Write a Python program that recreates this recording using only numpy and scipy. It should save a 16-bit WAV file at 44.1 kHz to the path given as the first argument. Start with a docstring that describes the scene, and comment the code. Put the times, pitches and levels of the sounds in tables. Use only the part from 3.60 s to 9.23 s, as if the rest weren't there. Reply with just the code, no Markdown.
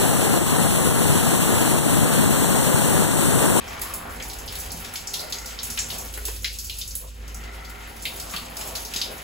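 """A shower runs on someone in a hooded waterproof jacket, who turns slowly in a small tiled bathroom.
From the start, drops drum on the hood, spray sizzles on the shoulders and a low hum swells and fades.
The jet draws sliding, hollow notes from the hood; sharp taps snap on the fabric and ring off the tiles.
Around 3 s the drumming eases. Near 3.6 s it comes back, while the spray and taps grow faint.
From about 4.5 s the spray and taps are strong again."""
import sys
import numpy as np
from scipy import signal
from scipy.fft import rfft, irfft, next_fast_len
from scipy.io import wavfile
from scipy.ndimage import uniform_filter1d, map_coordinates

SR = 44100
rng = np.random.default_rng(int(sys.argv[2]) if len(sys.argv) > 2 else 0)


def bounce(signal):
    """Save signal as a 16-bit WAV file at the path given by the first command-line argument."""
    frames = np.transpose(np.atleast_2d(signal))
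    limited = np.clip(frames, -1, 1)
    pcm = np.round(limited * 32767).astype(np.int16)
    wavfile.write(sys.argv[1], SR, pcm)


N = 248283

# how much spray reaches the shoulders: time_s, strength_db
ON_SHOULDERS = [(0.0, -52.5), (0.17, -50), (0.3, -45), (0.45, -47.5), (0.66, -40), (0.84, -50.5),
                (0.97, -45), (1.22, -44), (1.62, -45), (1.98, -42.5), (2.36, -39.5), (2.5, -44),
                (2.76, -43.5), (2.95, -39.5), (3.15, -42), (3.45, -46.5), (3.6, -58), (3.8, -57.5),
                (4.36, -51), (4.52, -39.5), (4.88, -42), (5.05, -38.5), (5.3, -41.5), (5.63, -44)]


def amp(db):
    """Turn decibels into a number to multiply by."""
    return 10 ** (np.asarray(db) / 20)


def unit(x):
    """Scale a sound to an average power of 1."""
    return x / np.sqrt(np.mean(x ** 2) + 1e-20)


def along(points, hz):
    """Read between rows of (pitch_hz, value), with octaves evenly spaced."""
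    pitches, values = np.transpose(points)
    return np.interp(np.log(hz + 1), np.log(pitches + 1), values)


def curve(points):
    """Join rows of (time_s, value) into one value per sample."""
    return np.interp(np.arange(N) / SR, *np.transpose(points))


def wobble(rate):
    """A smooth random curve through rate points a second."""
    points = rng.standard_normal(int(N * rate / SR) + 4)
    return map_coordinates(points, [np.arange(N) * rate / SR])


def filtered(x, response):
    """Multiply each frequency in x by response(hz)."""
    size = next_fast_len(N + SR // 2)
    return irfft(rfft(x, size) * response(np.fft.rfftfreq(size, 1 / SR)), size)[..., :N]


def standing_waves(hz):
    """The room and the hood boost the pitches at which they ring."""
    # their ringing notes: pitch_hz, width_hz, boost_db
    notes = [(80.7, 2.7, 11), (94, 4.5, 14.5), (165.2, 4.6, 8.5), (185, 4, -1), (231.1, 4.3, 11),
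             (244, 5.9, 8.5), (290.8, 6.6, 10), (341.4, 9.6, 8.5), (403.4, 16, 7.5), (511.4, 7.3, 7),
             (658, 16, 9.5), (750, 6.7, 9), (918, 5.3, 6)]
    return 1 + sum((amp(db) - 1) / (1 + (2 * (hz - pitch) / width) ** 2) for pitch, width, db in notes)


def bathroom(direct_db, spiky_db, near_db, size=16384):
    """A click and its echoes off the tiles, in two rows: shared by left and right, and unshared."""
    # how long the echoes take to fade by 60 dB: pitch_hz, fade_s
    fade_times = [(150, 0.6), (1000, 0.17), (1800, 0.27), (4000, 0.26), (8000, 0.33), (16000, 0.31)]
    hz, s, noise = signal.stft(rng.standard_normal((2, size)), SR, nperseg=256)
    fade = amp(-60 * s / along(fade_times, hz)[:, None])
    echoes = signal.istft(noise * fade, SR, nperseg=256)[1][:, :size]
    # the near walls answer first, with a few strong echoes
    t = np.arange(size) / SR
    spread = np.log(amp(spiky_db)) * np.exp(-t / 0.029)
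    near_walls = 1 + amp(near_db) * np.exp(-t / 0.005)
    echoes = echoes * near_walls * np.exp(spread * rng.standard_normal(size) - spread ** 2)
    echoes /= np.linalg.norm(echoes[0])
    echoes[0, 0] += amp(direct_db)
    return echoes / np.linalg.norm(echoes[0])


def drops(colour, per_s, scatter_db, direct_db, places=4):
    """Drops of uneven size land at random on a few places, each with its own echoes."""
    n = N + SR // 4  # the room is already ringing at the start
    hits = (rng.random(n) < per_s / SR) * rng.choice([-1, 1], n)
    hits = hits * amp(scatter_db * np.clip(rng.standard_normal(n), -2, 2))
    place = rng.integers(places, size=n)
    heard = np.zeros((2, N))
    for k in range(places):
        room = bathroom(direct_db, spiky_db=5, near_db=-27)
        heard += signal.fftconvolve((hits * (place == k))[None], room, axes=1)[:, n - N:n]
    return unit(filtered(heard, lambda hz: amp(along(colour, hz)) * standing_waves(hz)))


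def follow(stream, level_db, growth, usual_db=-43):
    """Drops get louder with their stream: growth dB for each dB above its usual strength."""
    return amp(level_db + growth * (curve(stream) - usual_db))


def shower():
    """Big drops drum, patter and splash on the hood; small ones sizzle on the shoulders."""
    # how hard the jet hits the hood as the wearer turns: time_s, strength_db
    on_hood = [(0.0, -40.5), (0.12, -38.5), (0.56, -44.5), (0.72, -42), (0.92, -40.5), (1.24, -42.5),
               (2.4, -43.5), (2.76, -49), (2.88, -54), (3.12, -50.5), (3.52, -54.5), (3.64, -46.5),
               (3.88, -43.5), (5.62, -41)]
    # gushes of heavy drops: middle_s, half_length_s, boost_db
    gushes = [(0.533, 0.15, 6), (1.183, 0.09, 2.5), (2.382, 0.098, 3.5)]
    # the tone colour of each drop size, from big to tiny: pitch_hz, level_db
    drum_colour = [(70, -0.5), (120, -5), (165, 3.5), (240, -1), (350, -5.5), (520, 3), (900, -59),
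                   (2000, -72)]
    patter_colour = [(200, -22.5), (380, -10), (550, -5.5), (950, 0), (1300, -12), (2200, -51), (5000, -58)]
    splash_colour = [(600, -28), (1100, 0), (1400, 3), (2200, 1.5), (3000, -1.5), (4500, -7.5), (9000, -24)]
    spray_colour = [(1300, -57), (2500, -4.5), (3500, -7), (5000, -5.5), (7300, -6.5), (8500, -2.5),
                    (10500, -53), (16000, -47)]
    mist_colour = [(5500, -6.5), (8000, -7), (9500, 4), (11500, 2.5), (13500, 1.5), (15500, 0)]
    t = np.arange(N) / SR
    gush_db = sum(db * np.exp(-((t - middle_s) / half_s) ** 2) for middle_s, half_s, db in gushes)
    spurts_db = 2 * wobble(rate=20)  # fine drops come in uneven spurts
    drum = drops(drum_colour, per_s=600, scatter_db=3, direct_db=-8.5, places=6)
    drum *= follow(on_hood, level_db=-49.5, growth=0.58)
    patter = drops(patter_colour, per_s=550, scatter_db=2.5, direct_db=-9)
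    patter *= follow(on_hood, level_db=-47.5, growth=1.46)
    splash = drops(splash_colour, per_s=900, scatter_db=9.5, direct_db=-13.5)
    splash *= follow(on_hood, level_db=-45, growth=1.16)
    spray = drops(spray_colour, per_s=320, scatter_db=8.5, direct_db=-12, places=8)
    spray *= follow(ON_SHOULDERS, level_db=-46.5, growth=0.77)
    mist = drops(mist_colour, per_s=230, scatter_db=9.5, direct_db=-8, places=8)
    mist *= follow(ON_SHOULDERS, level_db=-43.7, growth=0.88)
    return amp(gush_db) * (drum + patter) + splash + amp(spurts_db) * (spray + mist)


def low_note(pitch_hz, drift_hz):
    """A pure tone whose pitch wanders a little."""
    hz = pitch_hz + drift_hz * wobble(rate=4.15)
    return unit(np.sin(2 * np.pi * np.cumsum(hz) / SR))


def hum():
    """A low hum swells and fades over a faint rumble; weaker notes make it throb."""
    # how the main note and the rumble rise and fall: time_s, level_db
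    hum_levels = [(0.0, -54), (0.2, -44), (0.36, -50), (0.56, -40.5), (1.12, -37), (1.56, -71),
                  (1.76, -40.5), (2.28, -42), (2.72, -31), (3.0, -39), (3.44, -37.5), (3.8, -33),
                  (4.28, -41.5), (5.04, -44), (5.16, -40.5), (5.62, -46)]
    rumble_levels = [(0.0, -47), (0.5, -47), (0.95, -43.5), (1.35, -49), (3.0, -46.5), (4.4, -50),
                     (5.63, -53.5)]
    # the weaker notes: pitch_hz, level_db
    side_notes = [(46.3, -55), (81, -56)]
    # the rumble's tone colour: pitch_hz, level_db
    rumble_colour = [(12, -35), (25, -2), (42, 1.5), (60, 0), (90, -7.5), (120, -7.5), (250, -37)]
    tone = amp(curve(hum_levels) - 1.8) * low_note(pitch_hz=54.2, drift_hz=0.22)
    tone += sum(amp(db) * low_note(hz, drift_hz=0.93) for hz, db in side_notes)
    noise = rng.standard_normal((2, N))
    rumble = unit(filtered(noise, lambda hz: amp(along(rumble_colour, hz)) * standing_waves(hz)))
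    shared_only = np.array([[1], [0]])
    return tone * shared_only + amp(curve(rumble_levels)) * rumble


def hood_notes():
    """Drops ring a tight panel of the hood; the note slides as the jet moves and holds where it rests."""
    # the jet slides over the panel: start_s, end_s, from_hz, to_hz, half_width_octaves, level_db
    slides = [(0.0, 0.34, 2500, 1500, 0.31, -53), (0.034, 0.363, 1150, 1150, 0.67, -42.5),
              (0.218, 0.56, 1000, 1140, 0.4, -43), (0.376, 0.697, 1200, 2150, 0.34, -43),
              (1.553, 1.778, 880, 420, .42, -41.5), (2.267, 2.525, 990, 610, 1, -45),
              (2.484, 2.79, 510, 476, 0.75, -50), (3.384, 3.505, 500, 540, 0.22, -50.5),
              (3.406, 3.493, 980, 1040, .2, -54), (4.39, 4.795, 604, 750, 0.52, -47),
              (4.63, 4.874, 1330, 1210, 0.25, -46), (4.778, 5.023, 940, 765, 0.35, -47.5),
              (4.95, 5.225, 880, 700, 0.45, -40.5), (5.44, 5.577, 640, 432, 0.59, -41)]
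    # the jet rests on one spot: start_s, end_s
    rests = [(1.5, 2.11), (3.63, 4.45)]
    # the notes it rings there: pitch_hz, half_width_octaves, level_db
    rest_notes = [(1380, 0.091, -50), (2034, 0.11, -49.5)]
    held = [(start, end, hz, hz, octaves, db) for start, end in rests for hz, octaves, db in rest_notes]
    even_colour = [(300, 0), (2000, 0)]
    hits = drops(even_colour, per_s=560, scatter_db=3.5, direct_db=-4.5)
    hz, s, spectrum = signal.stft(hits, SR, nperseg=1024)
    out = np.zeros((2, N))
    for start, end, from_hz, to_hz, octaves, db in slides + held:
        progress = np.clip((s - start) / (end - start), 0, 1)
        pitch_hz = from_hz * (to_hz / from_hz) ** progress
        octaves_away = np.log2((hz[:, None] + 1) / pitch_hz)
        gain = np.sin(np.pi * progress) / (1 + (octaves_away / octaves) ** 2)
        note = signal.istft(spectrum * gain, SR, nperseg=1024)[1][:, :N]
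        time_share = abs(end - start) * SR / N  # keeps short notes from coming out louder
        out += amp(db - 2.5) * unit(note) * np.sqrt(time_share)
    return out


def shortest_click(gain):
    """The shortest click that has this gain at each frequency (minimum phase)."""
    cepstrum = irfft(np.log(np.maximum(gain, 1e-6)))
    half = len(cepstrum) // 2
    cepstrum[1:half] *= 2
    cepstrum[half + 1:] = 0
    return irfft(np.exp(rfft(cepstrum)))


def ring(pitch_hz, octaves):
    """The tone colour of a patch of fabric that rings briefly around one pitch."""
    return lambda hz: 1 / (1 + abs(np.log2((hz + 1) / pitch_hz) / octaves) ** 3.3) ** 1.6


def add_snap(out, start_s, colour, db, direct_db, near_db):
    """Mix in one hit on the fabric and the echoes the tiles send back."""
    hz = np.fft.rfftfreq(2048, 1 / SR)
    # every crease gives the tone its own small peaks and dips
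    creases_db = 2.2 * unit(uniform_filter1d(rng.standard_normal(len(hz)), size=9))
    click = shortest_click(colour(hz) * amp(creases_db))
    room = bathroom(direct_db, spiky_db=3.5, near_db=near_db, size=12288)
    heard = signal.fftconvolve(click[None], room, axes=1)
    heard = amp(db + 31.5) * heard / np.linalg.norm(heard[0])
    out[:, round(start_s * SR):][:, :heard.shape[1]] += heard


def light_taps(per_s=12, usual_hz=6300, spread_octaves=0.55, half_width_octaves=0.34):
    """Rows for lighter taps that fall at random and follow the strength of the spray."""
    when, stray = rng.random((int(per_s * N / SR), 2)).T
    times = when * N / SR
    pitches = usual_hz * 2 ** (spread_octaves * (2 * stray - 1))
    strengths = np.interp(times, *np.transpose(ON_SHOULDERS))
    return [(s, db - 4.5, hz, half_width_octaves, db - 6.5)
            for s, db, hz in zip(times, strengths, pitches)]


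def taps():
    """Each tap is a sharp tick and a brief ring of stiff fabric; slack fabric gives a dull knock."""
    # the loud taps: start_s, relative_ring_db, pitch_hz, half_width_octaves, relative_tick_db
    loud_taps = [(0.079, -41.5, 6300, 0.53, -47), (0.194, -43, 8000, 1, -44), (0.2165, -34, 4000, 2, -28),
                 (0.3384, -35.5, 8400, 1.1, -29), (0.6, -37, 2200, 1.1, -46),
                 (0.6236, -36.5, 6400, 0.73, -43), (0.682, -53, 8000, 1.1, -37.5),
                 (0.699, -38, 4640, 0.7, -44), (0.7324, -40, 4450, 1.5, -39),
                 (0.787, -41.5, 6670, 0.38, -40), (0.861, -47, 8000, 1, -41),
                 (0.8775, -35.5, 4160, 0.66, -46), (0.924, -41, 2600, 1.7, -36.5),
                 (0.954, -39, 4400, .6, -34), (0.9872, -44, 7500, .7, -34.5), (1, -38.5, 7100, 0.55, -33.5),
                 (1.105, -40, 4930, .45, -52), (1.118, -36, 6800, .7, -34.5),
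                 (1.247, -38.5, 2710, 1.7, -40.5), (1.338, -42, 8000, 0.9, -35.5),
                 (1.357, -31.5, 4230, 1.1, -37.5), (1.4716, -31.5, 6400, 0.5, -41),
                 (1.536, -37, 7500, 1, -31.5), (1.5402, -28, 4400, 0.85, -42),
                 (1.593, -34, 4400, 0.31, -39), (1.6043, -41, 7000, .8, -37), (1.7, -44, 7000, 1, -40),
                 (1.724, -29, 4740, 0.78, -34), (1.785, -38, 6200, 0.55, -50),
                 (1.8588, -37, 5500, 0.71, -38), (1.989, -33, 4200, 0.63, -51),
                 (2.032, -33, 7950, 0.66, -30), (2.102, -31.5, 6800, 1, -40),
                 (2.1754, -28.5, 2800, 1.18, -36), (2.189, -24.5, 6800, 0.54, -47),
                 (2.3018, -33, 3600, 0.71, -41), (2.384, -37, 6840, 0.45, -33),
                 (2.539, -37.5, 5160, 1.35, -37.5), (2.575, -39, 1460, 1.06, -35.5),
                 (2.6533, -32, 6000, 1.35, -27.5), (2.682, -35, 2960, 1.9, -43),
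                 (2.7626, -46, 4500, 0.74, -41), (2.8216, -43.5, 6600, 0.23, -62),
                 (2.8444, -24.8, 3150, 1.07, -43), (2.93, -54, 7000, 0.9, -39),
                 (2.9872, -34, 5800, 0.96, -33.5), (3.045, -40, 6100, 0.47, -36.5),
                 (3.0969, -33, 3550, 0.65, -40), (3.186, -38, 6450, 1.1, -33),
                 (3.2133, -32.5, 4150, 0.78, -43), (3.277, -39.5, 6800, .6, -35.5),
                 (3.308, -40, 5430, 0.4, -52), (3.3534, -36.5, 7960, 1.5, -27.5),
                 (3.679, -47, 5870, 0.51, -46), (3.745, -41, 6460, 0.48, -40.5),
                 (3.8383, -48, 5330, 0.9, -53), (4.048, -45, 4350, 0.8, -48.5),
                 (4.0962, -44.5, 8000, 1.5, -47), (4.3651, -62, 8000, 1.2, -45),
                 (4.4222, -40.5, 6900, .5, -41), (4.454, -27.5, 3120, 0.72, -34.5),
                 (4.564, -54, 7000, 1.1, -37), (4.599, -35, 5760, 1.05, -35.5),
                 (4.712, -52, 7000, 1.2, -44), (4.738, -35, 2700, 1.1, -39),
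                 (4.7633, -31.5, 3530, 0.67, -35.5), (4.968, -35.5, 6030, 0.82, -36),
                 (5.012, -34.5, 3970, 2, -42), (5.0749, -44, 7000, .6, -35), (5.153, -31, 4800, 0.74, -34),
                 (5.25, -36.5, 5100, 0.57, -39), (5.338, -31.5, 3540, 1.35, -36.5),
                 (5.361, -27, 4730, 1, -34), (5.415, -25, 3930, 0.65, -36)]
    # the tick's tone colour: pitch_hz, level_db
    tick_colour = [(4000, -30.5), (8000, 1), (10000, 3), (12000, 4), (13500, 2.5), (15500, 0)]
    # the dull knocks: start_s, relative_level_db, pitch_hz
    knocks = [(1.14, -45.5, 196), (2.575, -45, 400), (2.684, -40.5, 460), (2.685, -46, 915),
              (4.738, -41.5, 185), (4.74, -37, 1090), (5.35, -44.5, 215)]
    out = np.zeros((2, N + SR))
    tick = lambda hz: amp(along(tick_colour, hz))
    for start_s, ring_db, pitch_hz, octaves, tick_db in loud_taps + light_taps():
        add_snap(out, start_s, ring(pitch_hz, octaves), ring_db, direct_db=-15, near_db=-4.5)
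        add_snap(out, start_s, tick, tick_db, direct_db=-9, near_db=-5)
    for start_s, db, pitch_hz in knocks:
        add_snap(out, start_s, ring(pitch_hz, octaves=0.58), db, direct_db=-2.5, near_db=0)
    return out[:, :N]


def microphones(pair):
    """Two microphone openings share part of the sound, with small gaps in timing and level."""
    # how alike left and right are: pitch_hz, likeness (1 is the same)
    likeness = [(60, 0.7), (200, 1), (400, 0.7), (650, -0.18), (1100, 0.3), (1650, -0.1), (2300, .5),
                (4300, 0.6), (5300, 0.31), (6100, 0.1), (6500, 2.3), (9000, 0.94)]
    # how far the left wave runs ahead: pitch_hz, lead_radians
    left_lead = [(0, 0), (1500, 0), (3300, -.6), (4300, -.1), (7400, 0), (8500, -2.95), (9500, -3.3),
                 (10500, -6.1), (11600, -6.4), (12700, -9.3), (13700, -9.55), (14700, -12.45)]
    # how much louder the left is: pitch_hz, left_minus_right_db
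    balance = [(50, -0.4), (250, -4), (600, 0.5), (1200, 2), (3000, 1.5), (6000, 1.5), (8000, -1.5)]

    def shares(hz):
        angle = np.arccos(np.clip(along(likeness, hz), -1, 1)) / 2
        return np.array([np.cos(angle), np.sin(angle)])

    def sides(hz):
        lead = np.interp(hz, *np.transpose(left_lead))
        left = amp(along(balance, hz) / 2) * np.exp(0.5j * lead)
        return np.array([left, 1 / left])

    shared, unshared = filtered(pair, shares)
    return filtered(np.array([shared + unshared, shared - unshared]), sides)


def scene():
    """Water, hood notes, taps and hum, heard on the left and right."""
    return microphones(shower() + hood_notes() + taps() + hum())


def record(dry):
    """The recorder cuts off the very highest treble."""
    return filtered(dry, lambda hz: hz < 15800)


dry = scene()
out = record(dry)
bounce(out)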